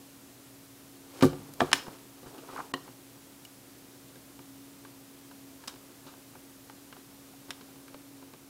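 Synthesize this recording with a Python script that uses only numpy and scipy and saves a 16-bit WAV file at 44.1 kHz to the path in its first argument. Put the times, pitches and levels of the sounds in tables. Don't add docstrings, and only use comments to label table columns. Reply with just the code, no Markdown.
import sys
import numpy as np
from scipy import signal
from scipy.fft import rfft, irfft
from scipy.io import wavfile
from scipy.ndimage import uniform_filter1d

SR = 44100
rng = np.random.default_rng(int(sys.argv[2]) if len(sys.argv) > 2 else 0)


def volts_from_decibels(level):
    exponent = np.asarray(level, float) / 20
    return 10 ** exponent


def transcribe(signal):
    frames = np.atleast_2d(signal).T
    limited = np.clip(frames, -1, 1)
    pcm = np.round(limited * 32767).astype(np.int16)
    wavfile.write(sys.argv[1], SR, pcm)


N = 374409
PIECE = 4096
BINS_HZ = np.maximum(np.fft.rfftfreq(PIECE, 1 / SR), 100)

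# start in seconds, peak in dB, bass limit in Hz, push into the table in dB,
# slope of the valleys in dB per octave.
CUTS = [
    (1.605, -11.5, 484, -21.5, -10),
    (1.73, -4, 850, -31, -4.5),
    (2.738, -15.5, 403, -16.5, -4.5),
    (5.679, -24.5, 600, -25, -1),
    (7.506, -20, 600, -29, -1),
]
# frequency in Hz, width in Hz, level in dB.
CUT_RESONANCES = [
    [(1100, 96, -8), (1720, 97, -2), (3280, 380, -14), (5140, 110, -23), (6240, 105, -33), (6850, 47, -33),
     (8530, 310, -32)],
    [(1720, 130, -1.5), (2970, 420, -5), (5220, 120, -4), (5650, 140, -21), (7160, 220, -12.5),
     (9640, 140, -15), (10200, 150, -20)],
    [(1100, 110, 9.5), (1870, 62, 8.5), (2970, 120, 6), (4100, 280, -2.5), (6360, 100, -25),
     (7660, 160, -18), (12000, 100, -33)],
    [(1100, 110, 3), (3150, 95, -4), (3740, 150, 3), (5050, 280, 6), (6240, 150, -4), (7850, 130, 0),
     (11700, 92, -19)],
    [(1700, 570, 3), (2840, 310, 3), (3600, 290, 5), (5360, 310, 1.5), (7120, 190, -10), (8720, 380, -8.5),
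     (11600, 880, -16)],
]
CUT_HOLD_MS, CUT_RELEASE_MS = 2.2, 2.56
CUT_VALLEY_DB, CUT_WIDEN, CUT_TOP_HZ = -4.5, 2.34, 10300

# start in seconds, peak in dB, brightness in dB per octave,
# push into the table in dB.
SNIPS = [(1.331, -40, 1, 6), (1.537, -30.5, 16, -19), (1.866, -37.5, -5.5, -8), (1.881, -29, -10, -27),
         (2.232, -49.5, 5, 5), (2.492, -51, -6, 1), (2.878, -43, -7, -9), (2.889, -50, 3, 2),
         (3.45, -37, 15.5, -20), (4.157, -43.5, 10, -5), (4.391, -41.5, 0, -6), (4.85, -40, -0.5, -13),
         (5.312, -43, -1, -11), (5.639, -45, 2, -9), (5.739, -43, 3, -7), (5.759, -46, 1.5, -9),
         (6.138, -43, -3, -25), (6.353, -39, -6, -8), (6.698, -37.5, 0.3, -20), (6.926, -38, 0, -15),
         (6.966, -43.5, -3, -26), (7.61, -41.5, 0.5, -11), (7.757, -51.5, 1.2, 0), (7.88, -44, 2, -18),
         (7.943, -37.5, 0.5, -14), (8.225, -49, 0, 0), (8.336, -42.5, 4, -3.5)]
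SNIP_MS, SNIP_NARROW_DB = 2.45, 2.5
# start in seconds, peak in dB,
# brightness in dB per octave, length in ms.
CONTACTS = [
    (1.209, -26.5, 0, 5.5),
    (1.223, -18, -1, 8.1),
    (1.227, -28.5, 1, 45),
    (1.601, -30, 5, 2.4),
    (1.613, -27.5, -3.5, 19),
    (1.716, -24.5, -0.8, 2.6),
    (1.742, -26, 5.5, 40),
    (5.675, -31, 3.5, 4.8),
    (5.689, -36, 4, 13),
    (7.514, -51, -7, 6.3),
]
CONTACT_NARROW_DB, CONTACT_PUSH_DB = 1.45, -19
# start in seconds, peak in dB, brightness in dB per octave,
# length in ms.
RUBS = [
    (2.26, -42.5, -6.5, 16),
    (2.38, -43, -1, 18),
    (2.53, -42.5, -6, 25),
    (6.066, -43, -2.5, 47),
    (7.485, -44.5, -4, 21),
]
RUB_NARROW_DB, RUB_PUSH_DB = 0.8, -3
# start in seconds, peak in dB, length in ms.
SLIPS = [
    (2.48, -42, 57),
    (2.561, -31, 2.7),
    (2.574, -30, 9.0),
    (2.588, -32.5, 8.8),
    (2.594, -35, 1.4),
    (2.601, -27.5, 3.1),
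    (2.609, -44, 3.5),
]
SLIP_BRIGHT_DB, SLIP_NARROW_DB, SLIP_PUSH_DB = 4.5, 14.5, -21.5
# frequency in Hz, level in dB, t60 in seconds.
PACK = [(600, 2, 0.0034), (853, 0, 0.01), (1100, -2.5, 0.017), (1215, -2.5, 0.015), (1620, -2.5, 0.012),
        (1756, -8.5, 0.015), (2320, -1, 0.01), (2950, 3, 0.0055), (3340, -11, 0.024), (3880, 6.5, 0.0028),
        (4900, -21, 0.018), (4860, -3.5, 0.0034), (7500, -40, 0.0066)]
FILM_DB = 22.5

# start in seconds, level in dB, contact cutoff in Hz,
# lean to the upper modes in dB per octave.
KNOCKS = [(1.2259, -11, 890, -0.5), (1.2336, -25.5, 1200, 8.5), (1.244, -14, 600, 0.5),
          (1.253, -12, 600, -2), (1.263, -30, 600, -8.5), (1.30, -39, 500, 4), (1.345, -42, 500, -4),
          (1.402, -42, 600, 0), (1.6166, -26, 1100, 8), (1.625, -24.5, 800, -1.5), (1.74, -33, 500, -4)]
# frequency in Hz, level in dB, t60 in seconds.
TABLE = [(56, -10, 0.41), (111, -19, .12), (152.8, -8, 0.22), (184, -16, 0.06), (266, -9, 0.09),
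         (274.5, -3.5, 0.2), (366.4, -3, 0.099), (457, -7, 0.081), (525, -6.5, 0.14), (634, -15.5, 0.12),
         (722, -11.5, 0.089), (773, -14.5, 0.058), (844, -14, 0.053), (1169, -10.5, 0.063),
         (1330, -14, 0.026), (1740, -17.5, 0.045)]
BASS_CUT_HZ = 164

# start in seconds, peak in dB, frequency in Hz,
# t60 in seconds.
PINGS = [(3.452, -42, 2900, .018), (3.45, -51, 5400, .02), (1.21, -33, 940, .03), (1.617, -18.5, 676, .04),
         (2.491, -38.5, 1270, 0.063), (2.59, -33.5, 766, 0.088), (4.158, -49, 1630, 0.025),
         (4.156, -50, 3700, .03), (4.394, -50, 1100, .03), (4.851, -49, 1160, 0.066),
         (5.317, -52, 1010, 0.047), (5.637, -47, 1680, .04), (5.638, -46, 900, .04),
         (5.759, -60, 1150, .05), (6.08, -54, 1450, .05), (6.927, -50, 2850, 0.033), (7.335, -49, 720, .03),
         (7.615, -45, 3660, .02), (7.944, -40, 600, 0.033), (8.226, -49, 1000, .03)]
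PING_STRIKE_MS = 1.55

# time in seconds, effort in dB.
HANDLING = [
    [(1.0, -75), (1.146, -51.5), (1.272, -52), (1.554, -61), (1.646, -49), (1.77, -56), (1.934, -51),
     (2.03, -65), (2.15, -76)],
    [(2.17, -66), (2.282, -54), (2.422, -55.5), (2.594, -47.5), (2.704, -59), (2.854, -58), (3.0, -75)],
    [(5.6, -65), (6.25, -70)],
    [(7.46, -66), (8.45, -69)],
]
# frequency in Hz, level in dB per Hz.
RUSTLE = [(300, 8), (600, -1), (900, -1), (1400, -4.5), (2000, -21), (3000, -30)]
CRINKLE = [(1500, 6), (2500, 7.5), (5000, 5), (9000, 2.5), (15000, -5)]
CRINKLE_DB, CRINKLE_FOLLOWS = -61, 1.13
GRAINS_PER_S = 7000

# frequency in Hz, level in dB per Hz.
BUZZ_SPECTRUM = [(1500, 0), (4000, 1), (10000, 3), (15800, -3)]
BUZZ_DB = -24.5

# frequency in Hz, t60 in seconds.
ROOM_T60 = [(250, 0.63), (700, 0.19), (2000, 0.37), (5000, 0.12), (11000, 0.34)]
ROOM_DB, WALL_ECHO_MS, WALL_ECHO_DB = -18, 8.3, -22.5

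# frequency in Hz, rms level in dB, width in Hz.
HUM = [(119.6, -69.5, 0.77), (126.7, -71.5, 5.2), (275, -56, 1.12), (355, -73, 1), (560, -101, 1.9),
       (15280, -91, .6)]
# frequency in Hz, level in dB per Hz.
AIR = [(12, -26), (25, -32), (55, -17.5), (95, -17.5), (125, -11), (160, -13.5), (250, -11), (350, -12.5),
       (450, -15), (825, -20), (1860, -24.5), (3000, -25), (8000, -25.5), (14000, -26), (15790, -28)]
AIR_DB, AIR_SINKS_FROM_S, AIR_SINK_DB_PER_S = -54.5, 7.66, 2

# start in seconds, end in seconds, lower edge in Hz.
TREBLE_DIPS = [
    (1.214, 1.2205, 9500),
    (1.7225, 1.7275, 3700),
    (2.7215, 2.736, 1100),
    (5.669, 5.673, 2000),
]
TOP_HZ = 15900


def snips():
    events = tear_events()
    noises = rng.standard_normal((len(events) + len(CUTS), PIECE))
    pieces = small_tears(events, noises) + loud_cuts(noises[::-1])
    sound, force = np.zeros(N), np.zeros(N)
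    for s, peak_db, push_db, piece in pieces:
        add(sound, s, peak_at(peak_db, piece))
        add(force, s, volts_from_decibels(peak_db + push_db) * soft_push(1640))
    return sound, force


def loud_cuts(noises):
    pieces = []
    for (s, peak_db, bass_hz, push_db, fall_db), resonances, noise in zip(CUTS, CUT_RESONANCES, noises):
        colour_db = cut_colour(resonances, fall_db, bass_hz)
        pieces.append((s, peak_db, push_db, causal(bite(noise), colour_db)))
    return pieces


def bite(noise):
    ms = np.arange(PIECE) / SR * 1000
    clicks = noise * np.abs(noise) * np.exp(-np.maximum(ms - CUT_HOLD_MS, 0) / CUT_RELEASE_MS)
    clicks[0] = 2.5
    return whitened(clicks, 25)


def cut_colour(resonances, fall_db, bass_hz):
    valley_db = CUT_VALLEY_DB + fall_db * np.log2(np.maximum(BINS_HZ / 1000, 1))
    power = volts_from_decibels(2 * valley_db) / (1 + (BINS_HZ / CUT_TOP_HZ) ** 12.0)
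    for hz, width_hz, db in resonances:
        detune = 2 * (BINS_HZ - hz) / (CUT_WIDEN * width_hz)
        power = power + volts_from_decibels(2 * db) / (1 + detune ** 2) ** 2
    return 10 * np.log10(power / (1 + (bass_hz / BINS_HZ) ** 7.7))


def small_tears(events, noises):
    octaves = np.log2(BINS_HZ / 1000)
    chances = rng.standard_normal((len(events), len(PACK)))
    pieces = []
    for (s, peak_db, bright_db, narrow_db, ms, push_db), noise, chance in zip(events, noises, chances):
        rip = tear(noise, ms)
        crack = pack_modes(rip, chance) + volts_from_decibels(FILM_DB) * rip
        colour_db = np.maximum(bright_db * octaves - narrow_db * octaves ** 2, -50)
        pieces.append((s, peak_db, push_db, causal(crack, colour_db)))
    return pieces


def tear_events():
    rows = [(s, db, bright, SNIP_NARROW_DB, SNIP_MS, push) for s, db, bright, push in SNIPS]
    rows += [(s, db, bright, CONTACT_NARROW_DB, ms, CONTACT_PUSH_DB) for s, db, bright, ms in CONTACTS]
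    rows += [(s, db, bright, RUB_NARROW_DB, ms, RUB_PUSH_DB) for s, db, bright, ms in RUBS]
    rows += [(s, db, SLIP_BRIGHT_DB, SLIP_NARROW_DB, ms, SLIP_PUSH_DB) for s, db, ms in SLIPS]
    return sorted(rows)


def tear(noise, ms):
    clicks = noise * np.abs(noise) * np.exp(-np.arange(PIECE) / SR * 1000 / ms)
    clicks[:int(ms * SR / 1000)] *= 1.3
    clicks[0] = 1.5
    return whitened(clicks, 19)


def pack_modes(rip, chance):
    out = np.zeros(PIECE)
    for k, (hz, db, t60) in enumerate(PACK):
        out += (-1) ** k * volts_from_decibels(db + 2.4 * chance[k]) * ring(rip, hz, t60)
    return out


def table(snip_force):
    out = np.zeros(N)
    for hz, mode_db, t60 in TABLE:
        force = snip_force.copy()
        for s, db, cut_hz, lean_db in KNOCKS:
            add(force, s, volts_from_decibels(db + lean_db * np.log2(hz / 270)) * soft_push(cut_hz))
        out -= volts_from_decibels(mode_db) * ring(force, hz, t60)
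    return signal.sosfilt(signal.butter(2, BASS_CUT_HZ, "high", fs=SR, output="sos"), out)


def pings():
    out = np.zeros(N)
    fade = np.exp(-np.arange(PIECE) / SR * 1000 / PING_STRIKE_MS)
    for s, peak_db, hz, t60 in PINGS:
        add(out, s, peak_at(peak_db, ring(rng.standard_normal(PIECE) * fade, hz, t60)))
    return out


def handling():
    t, out = np.arange(N) / SR, np.zeros(N)
    dull, bright = grains()
    rustle = coloured(dull, RUSTLE) * volts_from_decibels(2.5 * drift(25))
    crinkle = coloured(bright, CRINKLE) * volts_from_decibels(2.2 * drift(18))
    for rows in HANDLING:
        s, effort_db = np.transpose(rows)
        crinkle_db = CRINKLE_DB + CRINKLE_FOLLOWS * (effort_db + 55)
        out += rustle * volts_from_decibels(np.interp(t, s, effort_db, left=-120, right=-120))
        out += crinkle * volts_from_decibels(np.interp(t, s, crinkle_db, left=-120, right=-120))
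    return out


def grains():
    clicks = rng.standard_normal((2, N))
    strength = volts_from_decibels(2.4 * np.minimum(rng.exponential(1, (2, N)), 5))
    return clicks * strength * (rng.random((2, N)) < GRAINS_PER_S / SR)


def buzz(wood):
    shake = uniform_filter1d(np.abs(wood), 60)
    level = volts_from_decibels(BUZZ_DB) * shake * (shake / 0.18) ** 0.069
    return level * coloured(rng.standard_normal(N), BUZZ_SPECTRUM)


def room(x):
    t = np.arange(SR // 2) / SR
    tail = np.zeros(len(t))
    for hz, t60 in ROOM_T60:
        sos = signal.butter(1, [hz / 3.6, hz * 0.67], "band", fs=SR, output="sos")
        tail += signal.sosfilt(sos, rng.standard_normal(len(t))) * volts_from_decibels(-60 * t / t60)
    tail *= 1 - np.exp(-(t / 0.01) ** 2)
    tail = volts_from_decibels(ROOM_DB) * tail / np.sqrt(np.sum(tail ** 2))
    add(tail, WALL_ECHO_MS / 1000, volts_from_decibels(WALL_ECHO_DB) * np.array([.5, 1, .5]))
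    return signal.fftconvolve(x, tail)[:N]


def hum():
    t, out = np.arange(N) / SR, np.zeros(N)
    for hz, db, width_hz in HUM:
        level = np.sqrt(2) * volts_from_decibels(db + 1.9 * drift(width_hz))
        out += level * np.sin(2 * np.pi * hz * t + 1.94 * drift(width_hz))
    return out


def air():
    sink_db = AIR_SINK_DB_PER_S * np.maximum(np.arange(N) / SR - AIR_SINKS_FROM_S, 0)
    return volts_from_decibels(AIR_DB - sink_db) * coloured(rng.standard_normal(N), AIR)


def ring(force, hz, t60):
    r, w = volts_from_decibels(-60 / (t60 * SR)), 2 * np.pi * hz / SR
    return signal.lfilter([0, np.sin(w)], [1, -2 * r * np.cos(w), r * r], force + 1e-18)


def soft_push(cut_hz):
    t = np.arange(600) / SR
    push = t * np.exp(-2 * np.pi * cut_hz * t)
    return push / push.sum()


def causal(x, colour_db):
    cepstrum = irfft(np.log(10) / 20 * colour_db)
    cepstrum[1:PIECE // 2] *= 2
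    cepstrum[PIECE // 2 + 1:] = 0
    return irfft(rfft(x) * np.exp(rfft(cepstrum)))


def whitened(clicks, bins):
    power = uniform_filter1d(np.abs(rfft(clicks)) ** 2, size=bins)
    return causal(clicks, -10 * np.log10(power + 1e-6))


def coloured(x, spectrum):
    hz, level_db = np.transpose(spectrum)
    f = np.maximum(np.fft.rfftfreq(N, 1 / SR), 1)
    gain = volts_from_decibels(np.interp(np.log(f), np.log(hz), level_db, left=-60, right=-60))
    return rms_one(irfft(rfft(x) * gain, N))


def drift(rate_hz):
    r = np.exp(-80 * np.pi * rate_hz / SR)
    slow = signal.lfilter([1], [1, -2 * r, r * r], rng.standard_normal(N // 40 + 2002))[2000:]
    return np.interp(np.arange(N) / 40, np.arange(len(slow)), rms_one(slow))


def rms_one(x):
    return x / np.sqrt(np.mean(x ** 2) + 1e-20)


def peak_at(peak_db, piece):
    return volts_from_decibels(peak_db) * piece / np.abs(piece).max()


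def add(track, s, piece):
    i = round(s * SR)
    track[i:i + len(piece)] += piece[:N - i]


def scene():
    sound, force = snips()
    wood = table(force)
    close = sound + wood + buzz(wood) + handling()
    tail = room(sound + volts_from_decibels(-1.5) * wood)
    floor = hum() + air()
    return (close + tail + floor + pings())[None]


def low_pass(x):
    return signal.sosfilt(signal.butter(12, 15830, fs=SR, output="sos"), x)


def record(dry):
    t, out = np.arange(N) / SR, dry.copy()
    for start_s, end_s, hz in TREBLE_DIPS:
        highs = signal.sosfiltfilt(signal.butter(4, hz, "high", fs=SR, output="sos"), dry)
        out -= .95 * highs * np.clip(np.minimum(t - start_s, end_s - t) / .001, 0, 1)
    out = signal.sosfilt(signal.cheby2(14, 40, TOP_HZ * 1.03, fs=SR, output="sos"), out)
    return low_pass(out)


dry = scene()
out = record(dry)
transcribe(out)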